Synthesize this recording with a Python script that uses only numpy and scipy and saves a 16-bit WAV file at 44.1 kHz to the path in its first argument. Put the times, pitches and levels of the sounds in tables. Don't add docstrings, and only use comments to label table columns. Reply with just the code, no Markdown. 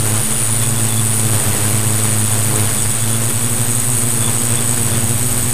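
import sys
import numpy as np
from scipy.fft import rfft, irfft, next_fast_len
from scipy.io import wavfile
from scipy.ndimage import map_coordinates

SR = 44100
rng = np.random.default_rng(int(sys.argv[2]) if len(sys.argv) > 2 else 0)


def wrap_up_sound(samples):
    columns = np.atleast_2d(samples).T
    tamed = np.clip(columns, -1, 1)
    steps = np.round(tamed * 32767).astype(np.int16)
    wavfile.write(sys.argv[1], SR, steps)


N = 243873
TIME = np.arange(N) / SR
SWITCH_HZ, POLE_PAIRS = 7961, 14


def amp(db):
    return 10 ** (np.asarray(db) / 20)


def unit(x):
    return x / np.sqrt(np.mean(x ** 2) + 1e-20)


def curves(rows):
    times, *columns = np.transpose(rows)
    return [np.interp(TIME, times, column) for column in columns]


def spells(rows):
    return sum(amp(db) * np.exp(-(2 * (TIME - s) / length) ** 4) for s, length, db in rows)


def noise():
    return rng.standard_normal(N)


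def wobble(rate):
    knots = rng.standard_normal(int(N * rate / SR) + 4)
    return map_coordinates(knots, [TIME * rate], mode="nearest")


def filtered(x, response):
    size = next_fast_len(N + 8192)
    return irfft(rfft(x, size) * response(np.fft.rfftfreq(size, 1 / SR)), size)[:N]


def eq(x, points):
    freq_hz, gain_db = np.transpose(points)
    return filtered(x, lambda hz: amp(np.interp(np.log(hz + 1), np.log(freq_hz), gain_db)))


def coloured(x, points):
    return unit(eq(x, points))


def angle(hz):
    return 2 * np.pi * np.cumsum(hz) / SR


def gate(blade, focus):
    return unit(np.exp(focus * (np.cos(blade) - 1)))


def load_bursts(blade, focus, lopsided):
    load = blade - .9
    return unit(gate(load, focus) * (1 - lopsided * np.cos(load / 2)))


# freq_hz, gain_db
WIND_EQ = [(8, -7), (22, -1), (45, -6.5), (90, -12), (250, -35), (700, -36.5)]
# middle_s, length_s, level_db
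GUSTS = [(.3, 0.19, -40), (1.5, .15, -36), (2.86, .09, -38), (3.04, .13, -35), (5.11, .09, -32),
         (5.33, .26, -28.5)]
def wind():
    breeze_db = -35.5
    return (amp(breeze_db) + spells(GUSTS)) * amp(1.8 * wobble(7)) * coloured(noise(), WIND_EQ)


# middle_s, length_s, level_db
SQUEAKS = [(.35, 0.059, -37), (.635, .09, -35), (.77, .04, -38), (0.918, 0.056, -35), (.985, 0.044, -30),
           (1.24, 0.12, -40), (2.3, .12, -43), (2.79, 0.045, -39.5), (3.04, .08, -39.5), (3.134, .08, -37),
           (3.42, .15, -44), (4.25, 0.08, -31.5), (4.572, 0.062, -39), (4.926, 0.069, -36.5)]
def motor_squeak(blade):
    pitch_hz, faint_db = 3458, -48
    chatter = load_bursts(blade, focus=.9, lopsided=.45) * amp(2.5 * wobble(60))
    tone = np.sin(angle(pitch_hz + 24 * wobble(120)))
    return (spells(SQUEAKS) + amp(faint_db + 2.4 * wobble(10))) * unit(tone * chatter)


def overtone(blade, throb):
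    phase = 2 * np.pi * SWITCH_HZ * TIME + POLE_PAIRS * blade
    smear = angle(20 * wobble(45)) + .75 * wobble(500)
    return unit(np.sin(phase + smear) * gate(blade - .9, throb) * amp(2.6 * wobble(40)))


# time_s, level_db
WHINE_FADER = [(0, -23.9), (0.52, -21.1), (0.75, -24.4), (1.3, -21.9), (1.65, -24.6), (2.0, -23.2),
               (3.65, -25.0), (3.87, -22.6), (4.3, -24.9), (5.53, -26.5)]
def overtone_whine(first, second, far):
    near_pair = 1.22 * overtone(first, throb=.76) + .69 * overtone(second, throb=.52)
    distant = .62 * sum(overtone(blade, throb=.49) for blade in far[:-1])
    return amp(curves(WHINE_FADER)[0]) * unit(near_pair + distant)


# freq_hz, gain_db
BELL_EQ = [(7400, -26), (7830, -10), (7960, -4), (8080, 2.5), (8260, 4), (8600, 17), (8850, -11),
           (9600, -25)]
# freq_hz, gain_db
RASP_EQ = [(5800, -50), (6450, -11.5), (6820, -1), (7100, -13.5), (7650, -7), (8050, 4), (8600, 0),
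           (8850, -4), (9300, 0.5), (10200, -9), (10800, -23), (12000, -45)]
def near_motor(blade, strain):
    bursts = load_bursts(blade, focus=1.5 + 6 * strain, lopsided=.5 * strain) * amp(1.2 * wobble(60))
    pull = -.55 * strain * np.cos(blade / 2)
    tone = np.sqrt(2) * np.sin(2 * np.pi * SWITCH_HZ * TIME + pull)
    ring = amp(-6 + 4 * strain) * coloured(tone * (bursts + .06), BELL_EQ)
    scrape = load_bursts(blade, focus=.16 + .18 * strain, lopsided=.17 * strain)
    rasp = amp(1.04 - 2.4 * strain) * coloured(noise() * scrape * amp(1.87 * wobble(50)), RASP_EQ)
    return amp(-27 + 5.6 * strain) * (ring + rasp)


# freq_hz, gain_db
HISS_EQ = [(9500, -12), (10900, -12), (11800, -0.5), (12600, 0.5), (14000, -2.5), (15300, -14)]
# time_s, level_db
HISS_FADER = [(0, -29.5), (0.3, -30.6), (1.0, -30.0), (1.4, -28.1), (2.3, -30.0), (2.58, -28.1),
              (2.85, -30.7), (3.8, -29.1), (4.25, -29.9), (4.6, -29.1), (5.0, -30.0), (5.3, -27.9),
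              (5.53, -28.5)]
def tip_hiss(blade):
    flicker = gate(2 * blade - 1.8, focus=.2) * amp(1.3 * wobble(70))
    hiss = coloured(noise() * gate(blade - .9, focus=.11) * flicker, HISS_EQ)
    return amp(curves(HISS_FADER)[0]) * hiss


def slap(blade):
    knocks = -gate(blade + .07 * wobble(110), focus=30) * amp(1.8 * wobble(60))
    return coloured(knocks, [(110, -16), (220, -20), (320, 1), (430, 5), (650, -2.5), (1300, 6)])


# middle_s, length_s, level_db
WAKES = [(.13, 0.2, -35), (1.38, 0.27, -31.5), (1.61, 0.17, -31.5), (1.95, 0.5, -40), (2.35, 0.11, -38),
         (2.58, 0.18, -31), (4.3, .14, -38), (4.57, 0.13, -34.5), (4.94, .12, -38)]
def wake_slaps(first, second):
    return spells(WAKES) * unit(slap(second) + .41 * slap(first))


# freq_hz, gain_db
SWISH_EQ = [(120, -14.5), (230, -0.5), (400, 1.5), (620, -1), (1100, -1.5), (2000, -5), (3500, -6.5),
            (5400, -10), (7500, -8), (10500, -11.5), (15000, -18)]
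# freq_hz, gain_db
WAKE_EQ = [(400, -3), (1200, 1), (5000, -7)]
# calm_db, drag_db_per_hz, turn_db_per_hz
SWISH_FADER = (-25.2, .17, -.033)
def blade_swish(first, second, far):
    near_power = gate(first - .5, focus=.7) ** 2 + gate(second, focus=1.1) ** 2
    far_power = .6 * sum(gate(blade, focus=1.4) ** 2 for blade in far)
    chop = coloured(noise() * np.sqrt(near_power + far_power) * amp(.93 * wobble(45)), SWISH_EQ)
    roar = amp(-4.5) * spells(WAKES) * eq(chop, WAKE_EQ)
    return effort_gain(SWISH_FADER) * chop + roar


def thrum(blade, sharp, flutter_db):
    harmonic_ratio = np.clip(sharp + .047 * wobble(30), 0, .8)
    spin = np.exp(1j * blade)
    dips = -np.sqrt(2) * np.real(spin / (1 - harmonic_ratio * spin))
    return dips * amp(flutter_db * wobble(25))


# calm_db, drag_db_per_hz, turn_db_per_hz
FIRST_FADER = (-25.3, .1, .06)
SECOND_FADER = (-26.1, .15, -.09)
FAR_FADER = (-27.1, .2, 0)
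# freq_hz, gain_db
BLADE_EQ = [(100, -0.5), (230, 1), (330, -1.5), (500, -1), (1000, -15)]
def propeller_thrum(first, second, far, strain):
    hum = effort_gain(FIRST_FADER) * thrum(first, sharp=.36 + .2 * strain, flutter_db=1.67)
    hum += effort_gain(SECOND_FADER) * thrum(second, sharp=.15 + .15 * strain, flutter_db=3)
    far_gain = effort_gain(FAR_FADER) * amp(1.15 * wobble(4.98))
    hum += far_gain * unit(sum(thrum(blade, sharp=.24, flutter_db=1.6) for blade in far))
    return eq(hum, BLADE_EQ)


# time_s, blade_rate_hz
FIRST_SPEED = [(0, 108.2), (0.14, 106.9), (0.3, 108.3), (0.52, 110.0), (0.8, 111.5), (1.22, 109.1),
               (1.58, 105.8), (2.08, 108.0), (2.62, 105.7), (3.15, 112.4), (3.45, 116.7), (3.88, 120.0),
               (4.25, 113.9), (4.45, 115.8), (4.75, 116.9), (4.95, 112.6), (5.25, 120.9), (5.53, 119.8)]
# time_s, slower_by_hz
TURN_GAP = [(3.2, 0), (3.36, 12), (4.1, 11.5), (4.55, 14), (4.72, 20.5), (5.03, 15), (5.53, 25)]
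# middle_s, length_s, passes_lost
TRIMS = [(.21, .2, -.55), (.47, .32, -.45), (1.495, .52, 2), (2.25, .2, .16), (2.48, .14, -.16),
         (2.85, .62, 2)]
FAR_SPEEDS = [123.06, 126.95, 129.64, 137.75]
def blade_phases():
    first_hz, turn_hz = curves(FIRST_SPEED) + curves(TURN_GAP)
    trim_hz = sum(passes / length * (1 + np.cos(2 * np.pi * np.clip((TIME - s) / length, -.5, .5)))
                  for s, length, passes in TRIMS)
    far = [angle(hz + 2.5 * wobble(6)) for hz in FAR_SPEEDS]
    return angle(first_hz), angle(first_hz - turn_hz - trim_hz), far


def effort_gain(fader):
    calm_db, drag_db_per_hz, turn_db_per_hz = fader
    hover_hz, turn_share = 108.87, .41
    first_hz, turn_hz = curves(FIRST_SPEED) + curves(TURN_GAP)
    drag_hz = hover_hz + turn_share * turn_hz - first_hz
    return amp(calm_db + drag_db_per_hz * drag_hz + turn_db_per_hz * turn_hz)


# time_s, strain_0_to_1
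STRAIN = [(0.3, .42), (.7, .6), (2.9, .54), (3.6, .84), (4.6, .98), (4.95, .78), (5.53, .88)]
def scene():
    strain, = curves(STRAIN)
    first, second, far = blade_phases()
    blades = propeller_thrum(first, second, far, strain) + wake_slaps(first, second)
    air = blade_swish(first, second, far) + tip_hiss(first)
    motors = overtone_whine(first, second, far) + near_motor(first, strain) + motor_squeak(first)
    return (blades + air + motors + wind())[None]


def record(dry):
    offset, top_hz = .093, 15400
    return filtered(dry[0], lambda hz: hz < top_hz)[None] + offset


dry = scene()
out = record(dry)
wrap_up_sound(out)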